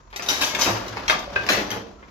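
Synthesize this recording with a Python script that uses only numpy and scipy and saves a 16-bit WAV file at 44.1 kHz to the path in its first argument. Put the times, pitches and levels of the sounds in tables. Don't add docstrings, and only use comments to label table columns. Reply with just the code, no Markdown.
import sys
import numpy as np
from scipy import signal
from scipy.fft import rfft, irfft
from scipy.io import wavfile
from scipy.ndimage import uniform_filter1d

SR = 44100
rng = np.random.default_rng(int(sys.argv[2]) if len(sys.argv) > 2 else 0)


def makeup_ratio(level_db):
    decades = np.asarray(level_db, float) / 20
    return 10 ** decades


def store_pcm(level_fs):
    pcm = np.round(np.clip(level_fs, -1, 1) * 32767).astype(np.int16)
    wavfile.write(sys.argv[1], SR, np.atleast_2d(pcm).T)


N = 92610


def evened(x):
    return x / np.sqrt(np.mean(x ** 2) + 1e-20)


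def read(points, hz):
    f, value = np.transpose(points)
    return np.interp(np.log(hz + 1), np.log(f + 1), value)


def coloured(x, points):
    hz = abs(np.fft.fftfreq(8192, 1 / SR))
    log_gain = np.log(makeup_ratio(np.maximum(read(points, hz), -100)))
    taps = np.fft.ifft(np.exp(np.conj(signal.hilbert(log_gain)))).real[:4096]
    return signal.oaconvolve(x, taps / np.linalg.norm(taps))[:len(x)]


def level(curve):
    s, db = np.transpose(curve)
    return makeup_ratio(np.interp(np.arange(N) / SR, s, db))


def nearby(x, side):
    port_lag_s, early_s, early_db = .0005, .016, -12
    taps = np.zeros((2, 900))
    at = (rng.random((2, 24)) * early_s * SR).astype(int) + 60
    echoes = rng.choice([-1., 1.], at.shape) * makeup_ratio(early_db - 8 * at / (early_s * SR))
    np.put_along_axis(taps, at, echoes, 1)
    taps[0, 30] = 1
    taps[1, 30 + round(side * port_lag_s * SR)] = 1
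    return signal.fftconvolve(x[None], taps / 2, axes=1)[:, 30:len(x) + 30]


def struck(blows, modes, tone, gain_db, rise_s):
    bounces_per_s, bounce_spread_db, first_blow = 1700, 1.5, 12.0
    mode_spread_db, pair_spread = 0.91, .005
    t = np.arange(SR // 2) / SR
    out = np.zeros((2, N + SR))
    peak = round(rise_s * SR)
    for s, db, rattle_s, ring_db, tilt_db in blows:
        hit, size = rng.random(len(t)), rng.exponential(1, len(t))
        hiss = rng.standard_normal(len(t))
        fade = np.exp(-t / max(rattle_s, .002)) * np.minimum((t + 1 / SR) / max(rise_s, 1e-4), 1)
        bounces = (hit < bounces_per_s / SR) * makeup_ratio(bounce_spread_db * np.minimum(size, 4)) * np.sign(hiss)
        bounces[peak] = 1.03
        ring = np.zeros(len(t))
        for hz, mode_db, t60_s in modes:
            a, b = rng.standard_normal(2)
            start_db = mode_db + mode_spread_db * a + tilt_db * np.log2(hz / 2000)
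            decay = makeup_ratio(start_db - 60 * t / np.clip(t60_s, .015, .16))
            beating = np.cos(2 * np.pi * hz * pair_spread * b * t)
            ring += decay * np.sin(2 * np.pi * hz * t) * beating
        drive = bounces * fade
        drive[peak] += first_blow
        rung = signal.fftconvolve(drive, ring)[:len(t)]
        tilted = [(hz, tone_db + tilt_db * np.log2(hz / 2000)) for hz, tone_db in tone]
        clatter = coloured((bounces + .5 * hiss) * fade, [(40, -50)] + tilted)
        first = slice(0, 660)
        sound = clatter / np.std(clatter[first]) + makeup_ratio(ring_db) * rung / np.std(rung[first])
        at = round(s * SR)
        out[:, at:at + len(t)] += makeup_ratio(db + gain_db) * nearby(sound, rng.uniform(-0.78, 1))
    return out[:, :N]


# (time [s], strength [dB], rattle [s], ring re clatter [dB], brightness [dB/octave])
LINK_BLOWS = [
    (.1595, -11, 0.0073, -8, 0.1),
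    (.2205, -12, 0.023, -16, 0),
    (.259, -17.5, 0.12, -2, -1.5),
    (.2845, -2, 0.055, -2, 1.5),
    (.4105, -1, 0.054, -10, 0.7),
    (.5905, -4, 0.074, -24, 4),
    (.6105, 0.5, 0.05, -9, 1.5),
    (.879, -17.5, 0.0053, -13, -2.5),
    (1.189, -16.5, 0.0067, -21, 4.5),
]
# (frequency [Hz], level [dB], t60 [s])
LINK_MODES = [(3074, -7, .05), (3822, 0, .055), (4980, -7, .07), (5760, -8, .07), (6700, -8, .06),
              (12460, -3, .08), (13130, -8, .07)]
# (frequency [Hz], density [dB/Hz])
LINK_TONE = [(200, -6.5), (800, 6.5), (3500, 2), (6000, 5), (13000, 4)]


def links():
    return struck(LINK_BLOWS, LINK_MODES, LINK_TONE, -9.5, 0.0033)


# (time [s], strength [dB], rattle [s], ring re clatter [dB], brightness [dB/octave])
BOX_BLOWS = [
    (1.4645, -18.5, 0.0043, -30, 1.5),
    (1.4875, -2, 0.023, -22, 0.2),
    (1.5205, -7.5, 0.042, -14, 0.51),
    (1.7035, -13.5, 0.0072, -32, 2.7),
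]
# (frequency [Hz], level [dB], t60 [s])
BOX_MODES = [(1723, -10, .07), (2400, 0, .03), (6200, -13, .03), (10000, -9, .1), (12000, -8, .1),
             (12800, -6, .08)]
# (frequency [Hz], density [dB/Hz])
BOX_TONE = [(300, -15), (1700, -0.5), (4500, -8), (6000, -10), (12000, -13.5)]


def shuttle_box():
    return struck(BOX_BLOWS, BOX_MODES, BOX_TONE, -7.5, 0.0017)


# (time [s], strength [dB], rattle [s], ring re clatter [dB], brightness [dB/octave])
PEG_BLOWS = [
    (.1025, -33.5, 0.017, -23, 6),
    (.127, -22, 0.02, -8, 0.3),
    (.195, -17, 0.0094, -1.5, -0.5),
    (.548, -2.5, 0.0044, -32, 5.5),
    (.5874, -15, 0.01, 2, -5),
    (.9695, -13, 0.0067, -3, -0.1),
    (1.0968, 3, 0.014, -36, 2),
    (1.1229, -11, 0.042, -11, -4.5),
    (2.026, -28.5, 0.0081, -30, -4),
]
# (frequency [Hz], level [dB], t60 [s])
PEG_MODES = [(1175, -5, .1), (1800, -2, .03), (2200, 0, .04), (2530, 0, .05), (4963, -5, .05)]
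# (frequency [Hz], density [dB/Hz])
PEG_TONE = [(200, -8), (1000, 4.5), (2500, -0.5), (5000, -13), (13000, -19)]


def pegs():
    return struck(PEG_BLOWS, PEG_MODES, PEG_TONE, -12, 0.00103)


# (time [s], strength [dB], rattle [s], ring re clatter [dB], brightness [dB/octave])
PIN_BLOWS = [
    (0.4331, -18.5, 0.036, 9, -0.41),
    (1.0795, -3, 0.01, -11.5, 0.11),
]
# (frequency [Hz], level [dB], t60 [s])
PIN_MODES = [(3250, 2, 0.021), (6200, -5.5, 0.01), (2580, -20, 0.054)]


def pins():
    return struck(PIN_BLOWS, PIN_MODES, BOX_TONE, -12.5, 0.0012)


# (time [s], strength [dB], rattle [s], ring re clatter [dB], brightness [dB/octave])
FRAME_BLOWS = [
    (0.294, -14, 0.098, -8.5, 2.7),
    (0.407, -21.5, 0.012, -14, 0.44),
    (0.655, -11, 0.069, -8, 0.88),
    (0.67, -11.5, 0.031, -0.5, 0.75),
    (0.749, -18.5, 0.051, -38, 0.1),
    (1.315, -28, 0.22, -14, 0.11),
    (1.496, -10, 0.029, -28, 0.34),
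    (1.569, -11.5, 0.033, -25, 0.31),
    (1.714, -16.5, 0.029, -24, 0.1),
    (1.758, -26.5, 0.024, 3.5, 0.1),
]
# (frequency [Hz], level [dB], t60 [s])
FRAME_MODES = [(215, -8, .08), (290, -2, .055), (664, -4, .06), (850, -8, .08), (1051, -7, .08)]
# (frequency [Hz], density [dB/Hz])
FRAME_TONE = [(70, -28.5), (200, 4), (700, 1), (1500, 0), (6000, -16), (13000, -19)]


def frame():
    return struck(FRAME_BLOWS, FRAME_MODES, FRAME_TONE, -8.0, .008)


# (time [s], strength [dB], rattle [s], ring re clatter [dB], brightness [dB/octave])
STICK_BLOWS = [
    (1.3565, -13, .012, -22, 2),
]
# (frequency [Hz], level [dB], t60 [s])
STICK_MODES = [(578, -10, .12), (1583, 0, .13), (2000, -12, .07), (2530, -3, .09), (3047, -16, .04)]
# (frequency [Hz], density [dB/Hz])
STICK_TONE = [(200, -12), (600, 6), (1600, -11), (2700, -6), (4500, -17), (13000, -46)]


def stick():
    return struck(STICK_BLOWS, STICK_MODES, STICK_TONE, -10, 0.0034)


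# (time [s], frequency [Hz], level [dB], t60 [s])
RINGS = [(0.286, 3767, -15.5, 0.089), (0.288, 3048, -22.5, 0.2), (.304, 5840, -14.5, 0.048),
         (0.409, 3940, -23, 0.046), (.412, 5560, -25, 0.047), (0.421, 2640, -14.5, 0.036),
         (0.439, 3460, -19, 0.035), (0.446, 6060, -19, 0.024), (.549, 2204, -20, .03),
         (.549, 3550, -18, .03), (.588, 6200, -21, 0.042), (0.61, 6200, -13, 0.042),
         (.62, 5850, -11.5, 0.035), (.629, 4900, -18.5, .04), (.616, 973, -17.5, 0.041),
         (.672, 338, -20, 0.1), (.679, 669, -16, 0.087), (1.082, 3250, -22, 0.25),
         (1.0802, 5690, -26, 0.15), (1.0975, 2160, -4.5, 0.021), (1.0963, 1485, -8.5, 0.018),
         (1.1, 2524, -16, 0.056), (1.11, 4920, -15, 0.028), (1.123, 1179, -19.5, 0.16),
         (1.3603, 1583, -12.5, 0.13), (1.36, 2555, -17, 0.08), (1.489, 2440, -5.5, 0.018),
         (1.499, 281.4, -16, 0.085), (1.504, 1737, -22, 0.13), (1.52, 1550, -13, .03),
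         (1.705, 6200, -18, 0.011), (1.705, 3270, -30, 0.034), (1.715, 5760, -24, 0.022),
         (1.713, 12760, -18.5, 0.073), (1.707, 9970, -27, 0.13), (1.707, 11940, -26, 0.12),
         (1.489, 10070, -22.5, 0.27), (1.49, 11950, -22, 0.42), (1.465, 4760, -21, 0.0083),
         (1.465, 2700, -21, 0.014), (1.56, 450.2, -29.5, 0.25), (1.57, 212.2, -28, 0.27),
         (1.72, 854, -35.5, 0.43), (1.76, 460, -34.5, 0.4), (1.27, 574.5, -34, 0.56), (.5, 2185, -32, 0.33),
         (.66, 2580, -15.5, 0.037), (1.714, 3160, -17, 0.028), (1.6, 296, -31, 0.3)]


def rings():
    rise_cycles, flutter_db, wander_share = 3.04, 3, .006
    t = np.arange(SR // 2) / SR
    out = np.zeros((2, N + SR))
    for s, hz, db, t60_s in RINGS:
        flutter, wander = evened(uniform_filter1d(rng.standard_normal((2, len(t))), size=130))
        phase = 2 * np.pi * hz * np.cumsum(1 + wander_share * wander) / SR
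        phase = phase + np.array([[0], [np.pi / 2 * min(hz / 1200, 1)]])
        fade = makeup_ratio(db + flutter_db * flutter - 60 * t / max(t60_s, .01))
        fade = fade * np.minimum(t * hz / rise_cycles, 1)
        at = round(s * SR)
        out[:, at:at + len(t)] += fade * np.sin(phase)
    return out[:, :N]


# (time [s], level [dB])
STROKE = [(0, -69.5), (.12, -69.5), (.2, -49.5), (.5, -43.5), (.62, -37.5), (.8, -48), (1.0, -44.5),
          (1.3, -50.5), (1.45, -44.5), (1.75, -45), (1.95, -66), (2.1, -62.5)]
# (frequency [Hz], density [dB/Hz])
REED_TONE = [(150, 5.5), (500, 7.5), (1100, 7.5), (2200, 0), (5500, -6), (13000, -12.5)]


def reed():
    slips_per_s, slip_spread_db, clump_db, bleed, gain_db = 5000, 0, 3.1, 0.19, 10
    fizz_hz, fizz_db, fizz_power = 7200, 4, 0.17
    shape = (2, N)
    slips = (rng.random(shape) < slips_per_s / SR) * makeup_ratio(slip_spread_db * rng.exponential(1, shape))
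    slips = slips * rng.choice([-1., 1.], shape)
    clumps = makeup_ratio(clump_db * evened(uniform_filter1d(rng.standard_normal(N), size=500)))
    both = slips + bleed * slips[::-1]
    hiss = np.array([coloured(side * clumps, REED_TONE) for side in both])
    push = level(STROKE)
    highpass = signal.butter(4, fizz_hz, "high", fs=SR, output="sos")
    fizz = signal.sosfilt(highpass, hiss)
    hiss = hiss + fizz * (makeup_ratio(fizz_db) * (push / push.max()) ** fizz_power - 1)
    return makeup_ratio(gain_db) * push * evened(hiss)


# (time [s], level [dB])
HUMS = [
    (0.693, -17),
    (0.882, -25),
    (1.357, -28),
    (1.509, -28.5),
    (1.703, -25.5),
]


def floor_hum():
    hum_hz, rise_s, t60_s = 109, 0.026, 0.3
    out = np.zeros(N)
    for s, db in HUMS:
        since_s = np.maximum(np.arange(N) / SR - s, 0)
        swell = (1 - np.exp(-since_s / rise_s)) ** 2
        out += makeup_ratio(db - 60 * since_s / t60_s) * swell * np.sin(2 * np.pi * hum_hz * since_s)
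    return out


def squeak():
    start_s, length_s, hz, db = 1.976, 0.042, 1340, -52
    t = np.arange(N) / SR
    u = np.clip((t - start_s) / length_s, 0, 1)
    return makeup_ratio(db) * np.sin(np.pi * u) ** .5 * np.sin(2 * np.pi * hz * t)


# (frequency [Hz], density [dB/Hz])
AIR_TONE = [(15, -45), (25, 3), (826, -24.5), (934, -10), (3620, -49), (7210, -25.5), (9000, -74),
            (11700, -88), (19800, -120)]
# (time [s], level [dB])
RUMBLE = [(0, -49), (.4, -61.5), (.6, -51), (1.3, -44.5), (1.6, -52), (2.1, -55)]


def air():
    band = signal.butter(2, [38, 66], "band", fs=SR, output="sos")
    shake = signal.sosfilt(band, rng.standard_normal(N))
    hum = np.array([evened(coloured(rng.standard_normal(N), AIR_TONE)) for _ in range(2)])
    return makeup_ratio(-50.5) * hum + level(RUMBLE) * evened(shake)


# (frequency [Hz], t60 [s])
ROOM = [(100, 1), (400, 0.97), (1500, 0.3), (5000, 0.43), (12000, 0.19)]


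def room():
    delay_s, spacing = .006, 20
    taps = np.zeros((2, SR))
    slots = np.arange(round(delay_s * SR), SR - spacing, spacing)
    at = slots + rng.integers(0, spacing, (2, SR))[:, :len(slots)]
    signs = rng.choice([-1., 1.], (2, SR))[:, :len(slots)]
    np.put_along_axis(taps, at, signs, 1)
    hz, t, z = signal.stft(taps, SR, nperseg=256)
    z = z * makeup_ratio(-60 * t / np.maximum(read(ROOM, hz), .05)[:, None])
    z = z / np.linalg.norm(z, axis=2, keepdims=True)
    tail = signal.istft(z, SR, nperseg=256)[1]
    return tail / np.linalg.norm(tail[0])


def scene():
    loom = links() + pins() + shuttle_box() + pegs() + stick() + frame() + reed() + squeak()
    tail = room()
    steady = floor_hum() + air()
    loom = loom + rings()
    reverb = signal.fftconvolve(loom, tail, axes=1)[:, :N]
    return loom + makeup_ratio(-4.5) * reverb + steady


def patchy(x):
    patch_hz, patch_db, hole_share = 7860, -2.5, 0.068
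    bins, frames = 6, 10
    hz, t, z = signal.stft(x, SR, nperseg=512, noverlap=384)
    shape = (len(hz) // bins + 1, len(t) // frames + 1)
    blocks = makeup_ratio(patch_db * rng.standard_normal(shape)) * (rng.random(shape) > hole_share)
    gain = np.kron(blocks, np.ones((bins, frames)))[:len(hz), :len(t)]
    z = z * np.where(hz[:, None] > patch_hz, gain, 1)
    return signal.istft(z, SR, nperseg=512, noverlap=384)[1][:, :N]


def roll_off(x):
    return signal.sosfilt(signal.butter(12, 16190, fs=SR, output="sos"), x)


# (frequency [Hz], likeness [0-1])
SAME = [(60, .97), (250, .9), (600, .5), (1200, 0)]
# (frequency [Hz], difference [dB])
LEAN = [(60, -3.5), (130, 0.5), (290, 0), (640, -1), (1410, 1.5), (3100, 5.5), (6820, 8), (8600, -13.5),
        (15000, -9.5)]
# (frequency [Hz], gain [dB])
MIC = [(20, -23), (45, -1.5), (6000, -0.5), (7200, -8), (8600, -22.5), (10500, -17.5), (13000, -13),
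       (15500, -26.5)]


def record(dry):
    hz = np.fft.rfftfreq(2 * N, 1 / SR)
    z = rfft(dry, 2 * N)
    same = np.clip(read(SAME, hz), 0, 1) ** 2
    z = same * z.mean(0) + np.sqrt(1 - same ** 2) * z
    lean = makeup_ratio(read(LEAN, hz))
    sides = np.array([lean, np.ones_like(lean)]) * np.sqrt(2 / (1 + lean ** 2))
    z = z * sides * makeup_ratio(read(MIC, hz)) * (hz < 16050)
    mix = patchy(irfft(z)[:, :N])
    return roll_off(mix)


dry = scene()
out = record(dry)
store_pcm(out)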